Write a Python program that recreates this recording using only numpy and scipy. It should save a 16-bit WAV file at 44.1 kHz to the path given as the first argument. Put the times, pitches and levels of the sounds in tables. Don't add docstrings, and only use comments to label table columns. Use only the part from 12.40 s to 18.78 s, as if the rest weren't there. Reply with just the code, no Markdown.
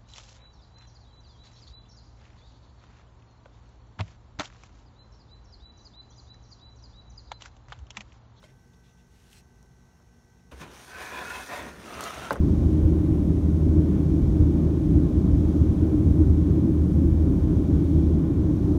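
import sys
import numpy as np
from scipy import signal
from scipy.fft import rfft, irfft
from scipy.io import wavfile
from scipy.ndimage import uniform_filter1d

SR = 44100
rng = np.random.default_rng(int(sys.argv[2]) if len(sys.argv) > 2 else 0)


def generate_wav(sig):
    pcm = np.round(np.clip(np.atleast_2d(sig).T, -1, 1) * 32767).astype(np.int16)
    wavfile.write(sys.argv[1], SR, pcm)


N = 281358
t = np.arange(N) / SR


def undb(db):
    return 10 ** (np.asarray(db) / 20)


def level(x, db):
    return x * undb(db) / np.sqrt(np.mean(x ** 2))


def walk(rate):
    hold = max(int(SR / rate), 2)
    steps = np.repeat(rng.standard_normal(N // hold + 2), hold)
    slewed = uniform_filter1d(steps, hold)
    smooth = uniform_filter1d(slewed, hold)[:N]
    return (smooth - smooth.mean()) / smooth.std()


def response(hz, slope, resonances):
    points_hz, points_db = np.transpose(slope)
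    db = np.interp(np.log(hz), np.log(points_hz), points_db)
    for centre, width, lift_db in resonances:
        half_widths = 2 * (hz - centre) / width
        db = db + lift_db * .5 ** (half_widths ** 2)
    return undb(db)


def turbulence(slope, resonances, eddy_db, eddy_rate):
    hz = np.maximum(np.arange(N // 2 + 1) * SR / N, 1)
    pressure = rfft(rng.standard_normal(N)) * response(hz, slope, resonances)
    octave = np.log2(hz / 20)
    out = np.zeros(N)
    for k in range(int(octave[-1]) + 1):
        weight = np.maximum(1 - abs(octave - k), 0)
        band = irfft(pressure * weight, N)
        out += band * undb(eddy_db * walk(eddy_rate))
    return out


SWELL_PERIOD_S, SWELL_CREST_S = 1.575, .2


def swell(depth_db):
    return undb(depth_db * np.cos(2 * np.pi * (t - SWELL_CREST_S) / SWELL_PERIOD_S))


# f/Hz, level/dB
VENT_SPECTRUM = [(500, -9.5), (1800, 3.5), (2700, -2), (3300, 1.5), (4700, -3.5), (6200, -1), (7700, -7.5),
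                 (9600, -5.5), (10400, -12), (11100, -7.5), (13200, -11), (15500, -15)]
# f/Hz, width/Hz, lift level/dB
DUCT_RESONANCES = [(2344, 170, 5), (3200, 330, 1), (3710, 150, 2), (5950, 700, 0.6), (8300, 400, 1.5)]
VENTS_DB, VENT_SWELL_DB = -59.5, .5


def vents():
    hiss = turbulence(VENT_SPECTRUM, DUCT_RESONANCES, eddy_db=0.63, eddy_rate=5)
    return level(hiss, VENTS_DB) * swell(VENT_SWELL_DB)


BRIGHT_S, BRIGHT_HALF_S = 5.53, .25
BRIGHT_HZ, BRIGHT_WIDTH_HZ, BRIGHT_DB = 3430, 500, -67


def brightening():
    peak = signal.iirpeak(BRIGHT_HZ, BRIGHT_HZ / BRIGHT_WIDTH_HZ, fs=SR)
    band = signal.lfilter(*peak, rng.standard_normal(N))
    return level(band, BRIGHT_DB) * np.exp(-((t - BRIGHT_S) / BRIGHT_HALF_S) ** 2)


# f/Hz, level/dB
WALL_SPECTRUM = [(18, -26.5), (32, -15.5), (45, -1), (90, -1.4), (120, -3), (240, -7.5), (330, -9),
                 (430, -22.5), (630, -28.5), (720, -34.5), (1200, -42), (1800, -53), (3000, -61),
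                 (8000, -90)]
# f/Hz, width/Hz, lift level/dB
PANEL_RESONANCES = [(161.3, 16.4, 6.5), (186.7, 11.2, 5), (303.6, 57, 8), (388, 38, 5), (527, 28, 1.5),
                    (800, 54, 2.5), (1052, 65, 3.5), (1475, 55, 4)]
ROAR_DB, SKIN_SWELL_DB = -20.5, 0.2


def roar():
    noise = turbulence(WALL_SPECTRUM, PANEL_RESONANCES, eddy_db=1., eddy_rate=13)
    return level(noise, ROAR_DB) * swell(SKIN_SWELL_DB)


NEAR_FAN_HZ, FAR_FAN_HZ = 78.81, 77.66
NEAR_FAN_DB, FAR_FAN_DB = -23.8, -34
THROB_S = .42
OCTAVE_DB, OCTAVE_SPREAD_DB = -16, 3


def fans():
    start = rng.random()
    hum = np.zeros(N)
    for shaft_hz, db in ((NEAR_FAN_HZ, NEAR_FAN_DB), (FAR_FAN_HZ, FAR_FAN_DB)):
        angle = 2 * np.pi * (shaft_hz * (t - THROB_S) + start)
        shaft_tone = level(np.sin(angle), db)
        overtone_db = OCTAVE_DB + OCTAVE_SPREAD_DB * walk(rate=3.7)
        overtone = level(np.sin(2 * angle), db) * undb(overtone_db)
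        hum += shaft_tone + overtone
    return hum


# t/s, lift level/dB
DRONE_LUMPS = [(.71, 7.5), (2.02, 8.5), (2.57, 9.5), (2.97, 5.5), (3.68, 6), (5.36, 8.5)]
LUMP_S = 0.022
DEEP_HZ, DEEP_DB = 125, -.5
FLUTTER_DB, FLUTTER_PER_S = 1.84, 38


def fluttering(drone):
    lowpass = signal.butter(4, DEEP_HZ, fs=SR, output="sos")
    deep = signal.sosfiltfilt(lowpass, drone)
    lump_db = sum(db * np.exp(-((t - s) / LUMP_S) ** 2) for s, db in DRONE_LUMPS)
    flutter_db = FLUTTER_DB * walk(FLUTTER_PER_S)
    return drone - deep + deep * undb(DEEP_DB + flutter_db + lump_db)


def scene():
    hiss = vents() + brightening()
    drone = fluttering(roar() + fans())
    return (hiss + drone)[None]


TOP_HZ = 15700


def record(dry):
    opening = signal.windows.tukey(N, .008 * SR / N)
    lowpass = signal.ellip(12, .1, 80, TOP_HZ, fs=SR, output="sos")
    return signal.sosfilt(lowpass, dry * opening)


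dry = scene()
out = record(dry)
generate_wav(out)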